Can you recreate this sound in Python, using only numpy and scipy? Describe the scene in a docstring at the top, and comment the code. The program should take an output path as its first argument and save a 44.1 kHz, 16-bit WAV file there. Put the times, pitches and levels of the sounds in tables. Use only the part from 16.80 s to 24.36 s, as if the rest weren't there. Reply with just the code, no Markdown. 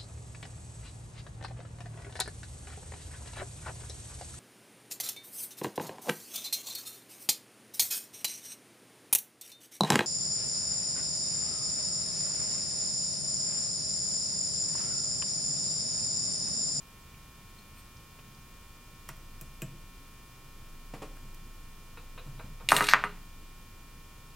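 """Tying off a fly, close up in a quiet room, over a faint electric whine, hiss and a low rumble.
First fingers brush the fly and taut thread squeaks. From 2.3 s a wire finishing tool ticks on the hook
and plucks the thread, and the vise hums with the pluck. Dull bumps follow; from 5.2 s the spool ticks
round as thread is drawn. At 5.9 s the bobbin lands on the desk, clatters, slides and settles.
One last light metal tick, like scissors touching, closes the scene."""
import sys
import numpy as np
from scipy import signal
from scipy.fft import rfft, irfft
from scipy.io import wavfile
from scipy.ndimage import uniform_filter1d

SR = 44100
rng = np.random.default_rng(int(sys.argv[2]) if len(sys.argv) > 2 else 0)


def wrap_up_sound(samples):
    """Save the sound to the file named by the first command line argument, as 16-bit audio."""
    columns = np.atleast_2d(samples).T
    # keep every value between -1 and 1, then stretch to whole-number steps
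    tamed = np.clip(columns, -1, 1)
    steps = np.round(tamed * 32767).astype(np.int16)
    wavfile.write(sys.argv[1], SR, steps)


N = 333337
TIME = np.arange(N) / SR

# The room's tail. Each row: frequency in Hz, t60 in seconds.
ROOM_DECAY = [(100, 1), (400, 0.51), (1500, 0.3), (4000, 0.51), (8000, 0.36), (15000, 0.11)]
# The rumble's fader ride. Each row: time in seconds, level in dB.
RUMBLE_RIDE = [(0, -61), (1.0, -55), (1.3, -60), (2.5, -49), (3.1, -51), (3.5, -56), (3.9, -49),
               (4.55, -45), (5.0, -50), (5.7, -44), (6.7, -49), (7.56, -55)]
# Stereo width of the hiss. Each row: frequency in Hz, side against mid in dB.
HISS_WIDTH = [(60, -26), (110, -25), (200, -18.5), (380, -11), (700, -7), (1290, -5.5), (2380, -4.5),
              (4400, -0.5), (8120, -0.5), (15000, -0.5)]
# The whine's standout overtones. Each row: harmonic number, level in dB.
WHINE_PEAKS = [(8, -72.5), (9, -65.5), (10, -75.5), (11, -70.5), (12, -73.5), (15, -72), (19, -74.5),
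               (20, -68), (23, -74), (26, -74.5), (29, -75), (44, -79)]

# EQ curves that colour noise. Each row: frequency in Hz, gain in dB.
HISS_EQ = [(24, -20), (40, 2), (123, -1), (659, -20), (890, -18.5), (1090, -24.5), (1170, -22),
           (1330, -21.5), (1660, -23.5), (2140, -24), (2360, -22), (2540, -26), (3030, -23.5), (4200, -26),
           (15800, -28)]
BUMP_EQ = [(60, -13), (120, 3.5), (220, -6), (330, 1.5), (480, -3), (620, -3.5), (780, -1.5), (930, -12.5),
           (1100, -1.5), (1400, -14), (2500, -17.5), (3800, -23.5), (9500, -30), (15000, -38)]
SPOOL_EQ = [(200, -9), (520, 2), (750, -3), (1150, 4.5), (1900, -10), (2650, -1.5), (3300, -19),
            (3950, -4.5), (4500, -29), (12000, -47)]
HOOK_EQ = [(100, -14), (400, -5), (750, -4.5), (1150, -2), (1600, -1), (2100, -4), (3500, -14),
           (12000, -36)]
WIRE_EQ = [(80, -17), (500, -17), (1100, -5), (1750, -7), (2500, -1), (3900, -12), (5600, -4.5), (8200, -6),
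           (10000, -6.5), (11500, -5), (13500, -6.5), (16000, -4.5)]
FRAME_EQ = [(100, -24), (800, -12.5), (1850, -21), (2450, 6), (2850, -9.5), (3900, 0), (4700, -12.5),
            (7400, -9.5), (9000, -3), (10600, -18.5), (12700, -14.5), (16000, -30)]
LIGHT_SLIDE_EQ = [(200, 3), (1000, 8), (2500, -1.5), (4000, -25), (5500, -9), (9300, -1), (11300, -11),
                  (12000, -13), (12550, 0), (13200, -8), (16000, -13)]
HEAVY_SLIDE_EQ = [(200, -36), (700, -12), (1300, -2), (1900, 6), (3100, -12), (4000, -3.5), (5500, -6.5),
                  (8500, -15), (11700, -39), (12500, -9), (13200, -32), (16000, -37)]

# Resonances of struck bodies. Each row: frequency in Hz, gain in dB, t60 in seconds.
SPOOL_MODES = [(505, -1, 0.28), (1220, -2, 0.15), (2790, -6, .07), (3800, -6, .05)]
VISE_MODES = [(123.5, -8, 0.19), (145.6, -2.5, 0.19), (184, -5.5, 0.17), (253, -11.5, 0.12),
              (346, -7, 0.13), (497, -18, 0.16), (641, -16.5, 0.2)]
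WIRE_MODES = [(2465, 2.5, 0.024), (2960, -3, 0.011), (7240, -2, 0.056), (7960, -17, .18), (8460, -5, 0.037),
              (12900, 0, .03)]
FRAME_MODES = [(2786, -1.5, .022), (3540, -11, 0.0066), (3890, -2.5, .016), (9000, -6, 0.018),
               (12450, -21, 0.12), (12520, -21, .1)]
DESK_MODES = [(129.3, 3, 0.51), (174.3, 0.5, 0.56), (212, 6.5, 0.25), (296.6, -1, 0.39), (413.5, 7, 0.21),
              (503, 2.5, 0.21), (744.6, 2.5, 0.23), (948, 15.5, 0.1), (1188, 13.5, 0.098),
              (1288, 18.5, 0.11), (1440, 14.5, 0.15), (1800, -7, 0.2), (2025, 4, 0.22), (2810, 3.5, 0.18)]

# Fingers brush fly and thread. Each row: start in seconds, level in dB, centre in Hz.
FINGER_RUBS = [(.340, -57, 2560), (.965, -57, 2400), (1.166, -56, 5200), (1.387, -57, 2790),
               (1.545, -60, 5030)]
# The hand nudges the vise. Each row: start in seconds, level in dB.
VISE_NUDGES = [(4.42, -48), (5.461, -42.5), (5.64, -45.5), (5.819, -50)]
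# The tool works the thread. Each row: start in seconds, level in dB, t60 in seconds.
TOOL_BUMPS = [(1.386, -54.5, .1), (4.135, -39, 0.14), (4.218, -37.5, .15)]
# The spool ticks round. Each row: start in seconds, level in dB, t60 in seconds, treble in dB.
SPOOL_TURNS = [(5.172, -46.5, 0.11, 16), (5.377, -45, 0.13, 11), (5.592, -44.5, 0.15, -11),
               (5.800, -50.5, 0.19, -19)]
# Thread squeaks. Each row: start and length in seconds, level in dB, pitch in Hz, overtones in dB.
THREAD_SQUEAKS = [(.778, 0.024, -57, 4210, -12), (.955, 0.073, -60, 4370, 3)]
# Slips of the wire tool, except the last row: a light metal tick, like scissors touching. Each row:
# start in seconds, level in dB, length in seconds, then treble, vise thump, wire ring, hook knock in dB.
METAL_TICKS = [(2.2887, -30, 0.003, 1, -44, -62, -41), (2.3668, -47, .0015, 12, -73, -65, -75),
               (2.6114, -31.5, 0.0024, 24, -44, -51, -59), (2.8193, -27.5, 0.002, -1, -32, -40, -46),
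               (4.366, -49, .004, -2, -66, -64, -56), (4.5450, -42.5, .0025, -4, -75, -72, -75),
               (7.5510, -40, .01, 6, -75, -70, -75)]
# The bobbin slides. Each row: start and length in seconds, top level in dB, swell in seconds,
# fade in dB per second.
BOBBIN_SCRAPES = [(5.89, .198, -31, 0.071, 91), (6.0858, 0.054, -26.5, .002, 161)]
# The bobbin's metal frame clinks. Each row: start in seconds, level in dB, length in seconds,
# treble in dB, send to the frame's ring in dB.
FRAME_CLINKS = [(5.8885, -8.5, 0.0013, 3, -6), (5.9045, -21, 0.0035, 8, -6),
                (5.9174, -11.5, 0.0011, 9, -11), (5.965, -14, 0.003, 10, 0), (6.041, -21.5, 0.0034, -4, -5),
                (6.0684, -22, 0.0032, -4, -3), (6.088, -11, .001, -15, -7), (6.243, -39, 0.0036, 4.5, -15)]
# The tone of one blow. Each row: multiple of its pitch, gain in dB.
BLOW_EQ = [(.04, -55), (.15, -45), (.28, -16.5), (.45, -9), (.7, 0), (1, 2.5), (1.25, 0), (1.5, -4.5),
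           (1.9, -11), (3.2, -29.5), (5.5, -36), (11, -59)]
# The spool hits the desk. Each row: start in seconds, peak in dB, pitch in Hz, send to the boom in dB.
SPOOL_KNOCKS = [(5.906, -19, 2150, -28), (5.9200, -1, 1145, -2), (5.9648, -11.5, 2170, -2),
                (5.9865, -15.5, 1690, -1), (6.0079, -7.5, 1350, 5.5), (6.0880, -9, 1770, -23),
                (6.1358, 3.5, 1495, -12.5), (6.2390, -11.5, 1410, 1.5)]


def amp(db):
    """Turns dB into gain."""
    return 10 ** (np.asarray(db) / 20)


def unit(x):
    """Scales to rms 1."""
    return x / np.sqrt(np.mean(x ** 2) + 1e-20)


def read(points, hz):
    """Reads a curve on a log-frequency axis."""
    f, value = np.transpose(points)
    return np.interp(np.log(hz + 1e-6), np.log(f + 1e-6), value)


def add(mix, start, sound):
    """Mixes a sound in, start seconds along."""
    part = mix[round(start * SR):][:len(sound)]
    part += sound[:len(part)]


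def waver(seconds):
    """Random modulation of rms 1 that changes over the given time."""
    return unit(uniform_filter1d(rng.standard_normal(N), size=max(round(seconds * SR), 1)))


def hump(centre_hz, octaves):
    """An EQ curve with one rounded peak."""
    hz = np.geomspace(30, 16000, num=120)
    return np.c_[hz, -20 * np.log10(1 + (np.log2(hz / centre_hz) / octaves) ** 2)]


def noise(eq, size, treble_db=0):
    """Noise through an EQ curve and a treble shelf, at rms 1."""
    hz = np.fft.rfftfreq(size, 1 / SR)
    shelf = treble_db * hz ** 2 / (hz ** 2 + 4500 ** 2)
    return unit(irfft(rfft(rng.standard_normal(size)) * amp(read(eq, hz) + shelf), size))


def puff(eq, rise, t60, treble_db=0):
    """A soft contact: noise that swells and dies."""
    t = TIME[:SR // 3]
    envelope = np.minimum(t / rise, 1) * amp(-60 * np.maximum(t - rise, 0) / t60)
    return noise(eq, len(t), treble_db) * envelope


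def chatter(eq, length, treble_db):
    """A hard contact: milliseconds of buzz that stop abruptly, peaking near 1."""
    t = TIME[:2048]
    burst = noise(eq, len(t), treble_db) * (1 - np.exp(-t / .00026)) / (1 + (t / length) ** 6)
    return .44 * burst / np.sqrt(np.sum(burst ** 2) / (length * SR))


def ring(modes, rise):
    """Dying sines of a struck body; neighbouring modes swing against each other."""
    t = TIME[:SR // 2]
    swings = sum((-1) ** k * amp(db - 60 * t / t60) * np.sin(2 * np.pi * hz * t)
                 for k, (hz, db, t60) in enumerate(modes))
    return swings * (1 - np.exp(-t / rise))


def room(x, near_db, far_db, near_t60=.049, spread=.014):
    """Echoes off the desk, a quick scatter from things nearby, and the tail of a small room."""
    t = TIME[:SR // 2]
    signs = rng.choice([-1., 1.], (2, len(t)))
    taps = signs * (rng.random((2, len(t))) < 6000 / SR) * (t > .003)
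    near = taps * amp(-60 * t / near_t60)
    hz, age, bands = signal.stft(taps * (t > .009), SR, nperseg=256)
    decay = amp(-60 * age / read(ROOM_DECAY, hz)[:, None])
    far = signal.istft(bands * decay, SR, nperseg=256)[1][:, :len(t)]
    mid, side = amp(near_db) * near / np.linalg.norm(near[0]) + amp(far_db) * far / np.linalg.norm(far[0])
    for delay, gain in [(0, 1), (.0033, .084), (.0044, .24), (.0064, .18)]:  # direct sound, then desk
        mid[round(delay * SR)] += gain
    response = np.array([mid + spread * side, mid - spread * side])
    return signal.fftconvolve(x[None], response, axes=1)[:, :N]


def hiss(level_db=-54):
    """Steady room tone, nearly mono in the bass and wide in the treble."""
    mid = noise(HISS_EQ, N)
    width = amp(read(HISS_WIDTH, np.fft.rfftfreq(N, 1 / SR)))
    side = irfft(rfft(noise(HISS_EQ, N)) * width, N)
    return amp(level_db) * np.array([mid + side, mid - side])


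def rumble(pitch_hz=25.5, wander=.084, swell_db=1.5):
    """A sub tone that wanders in pitch and swells at random."""
    phase = 2 * np.pi * np.cumsum(pitch_hz * (1 + wander * waver(.0686))) / SR
    fader = amp(np.interp(TIME, *np.transpose(RUMBLE_RIDE)))
    return fader * unit(amp(swell_db * waver(.11)) * np.sin(phase))


def whine(buzz_hz=119.97, count=52, weak_db=-81.5, db_per_octave=-2, scatter_db=5):
    """Overtones of an electric buzz: a few stand out, the rest roll off with pitch."""
    strong = {round(k): db for k, db in WHINE_PEAKS}
    lowest, out = min(strong), np.zeros(N)
    for k, (phase, chance) in enumerate(rng.random((count, 2)), lowest):
        bed_db = weak_db + db_per_octave * np.log2(k / lowest) + scatter_db * (2 * chance - 1)
        out += amp(strong.get(k, bed_db)) * np.sqrt(2) * np.sin(2 * np.pi * (k * buzz_hz * TIME + phase))
    return out


def handling(spool_ring_db=-6.5):
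    """Soft foley: finger rubs, nudges of the vise, dull bumps and the spool ringing as it ticks round."""
    out, spool = np.zeros(N), ring(SPOOL_MODES, rise=.0027)
    for start, db, centre_hz in FINGER_RUBS:
        add(out, start, amp(db) * puff(hump(centre_hz, octaves=.2), rise=.0042, t60=.045))
    for start, db in VISE_NUDGES:
        add(out, start, amp(db) * puff(hump(centre_hz=135, octaves=.41), rise=.0055, t60=.32))
    for start, db, t60 in TOOL_BUMPS:
        add(out, start, amp(db) * puff(BUMP_EQ, rise=.0038, t60=t60))
    for start, db, t60, treble_db in SPOOL_TURNS:
        add(out, start, amp(db) * puff(SPOOL_EQ, rise=.001, t60=t60, treble_db=treble_db))
        add(out, start, amp(db + spool_ring_db) * spool)
    return out


def thread_squeak(jitter=.038, jitter_s=.00045):
    """Taut thread sticks and slips on the wire: a thin, unsteady tone with overtones."""
    out = np.zeros(N)
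    for start, length, db, hz, overtones_db in THREAD_SQUEAKS:
        t = np.arange(0, length, 1 / SR)
        phase = 2 * np.pi * np.cumsum(hz * (1 + jitter * waver(jitter_s)[:len(t)])) / SR
        tone = np.sin(phase) + amp(overtones_db) * (np.sin(2 * phase) + .8 * np.sin(3 * phase))
        add(out, start, amp(db) * np.sin(np.pi * t / length) ** 2 * unit(tone))
    return out


def metal_ticks():
    """Tool slips knock the hook, ring the wire and shake the vise; the last tick is scissor-like."""
    out, vise, wire = np.zeros(N), ring(VISE_MODES, rise=.0011), ring(WIRE_MODES, rise=.00028)
    for start, db, length, treble_db, thump_db, ring_db, hook_db in METAL_TICKS:
        add(out, start, amp(db) * chatter(WIRE_EQ, length, treble_db))
        add(out, start, amp(thump_db) * vise + amp(ring_db) * wire)
        add(out, start, amp(hook_db) * puff(HOOK_EQ, rise=.003, t60=.064))
    return out


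def scrape(onset_db=-6.5, tip_at_s=6.04, tip_time_s=.014, first_weight=.22, grain_db=4, grain_s=.0014):
    """The bobbin slides lightly on its frame, then tips onto the spool; the surface catches unevenly."""
    level = np.zeros(N)
    for start, length, db, swell, fade_rate in BOBBIN_SCRAPES:
        t = np.arange(0, length, 1 / SR)
        shape_db = onset_db * np.maximum(1 - t / swell, 0) - fade_rate * np.maximum(t - swell, 0)
        add(level, start, amp(db + shape_db))
    tipped = .5 + .5 * np.tanh((TIME - tip_at_s) / tip_time_s)
    weight = np.clip(first_weight + (1 - first_weight) * tipped, 0, 1)
    friction = np.sqrt(1 - weight) * noise(LIGHT_SLIDE_EQ, N) + np.sqrt(weight) * noise(HEAVY_SLIDE_EQ, N)
    grain = unit(amp(grain_db * waver(grain_s)))
    return level * friction * grain


def rattles(count=9, from_s=5.945, to_s=6.08, db=-28.5, scatter_db=2.5, length_s=.0023, ring_db=-9):
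    """Light, uneven clinks while the bobbin skitters, as rows like FRAME_CLINKS."""
    slot = (to_s - from_s) / count
    return [(from_s + slot * (k + late), db + scatter_db * (2 * strength - 1), length_s, 0, ring_db)
            for k, (late, strength) in enumerate(rng.random((count, 2)))]


def blow(pitch_hz, skew=.61, size=4096):
    """One well damped blow: a pulse of about two cycles that rises faster than it falls."""
    hz = abs(np.fft.fftfreq(size, 1 / SR))
    log_gain = np.log(amp(read(BLOW_EQ, hz / pitch_hz)))
    phase = -skew * signal.hilbert(log_gain).imag  # skew 0 is symmetric, 1 is minimum phase
    pulse = np.fft.ifft(np.exp(log_gain + 1j * phase)).real
    pulse = np.roll(pulse, size // 128)[:size // 2]
    return pulse / abs(pulse).max()


def bobbin(boom_db=-39, frame_db=-2, clink_db=-1.5):
    """The spool bounces and the desk booms; between the bounces the frame clinks and rattles."""
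    out, desk, frame = np.zeros(N), ring(DESK_MODES, rise=.0028), ring(FRAME_MODES, rise=.00029)
    for start, db, hz, send_db in SPOOL_KNOCKS:
        add(out, start - .0004, amp(db) * blow(hz))
        add(out, start, amp(db + send_db + boom_db) * desk)
    for start, db, length, treble_db, send_db in FRAME_CLINKS + rattles():
        add(out, start, amp(db + clink_db) * chatter(FRAME_EQ, length, treble_db))
        add(out, start, amp(db + send_db + frame_db) * frame)
    return out


def scene():
    """Vise and desk each get their own room reverb, over the background bed."""
    at_vise = room(metal_ticks() + thread_squeak() + handling(), near_db=-9.5, far_db=-11.5)
    on_desk = room(bobbin() + scrape(), near_db=-8, far_db=-14.5)
    return at_vise + on_desk + hiss() + whine() + rumble()


def record(dry):
    """The loudest knock just clips; then a low-pass takes off the top at 16 kHz."""
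    lowpass = signal.firwin(511, 16000, window=("kaiser", 9), fs=SR)
    return signal.oaconvolve(np.clip(dry, -1, 1), lowpass[None], "same")


dry = scene()
out = record(dry)
wrap_up_sound(out)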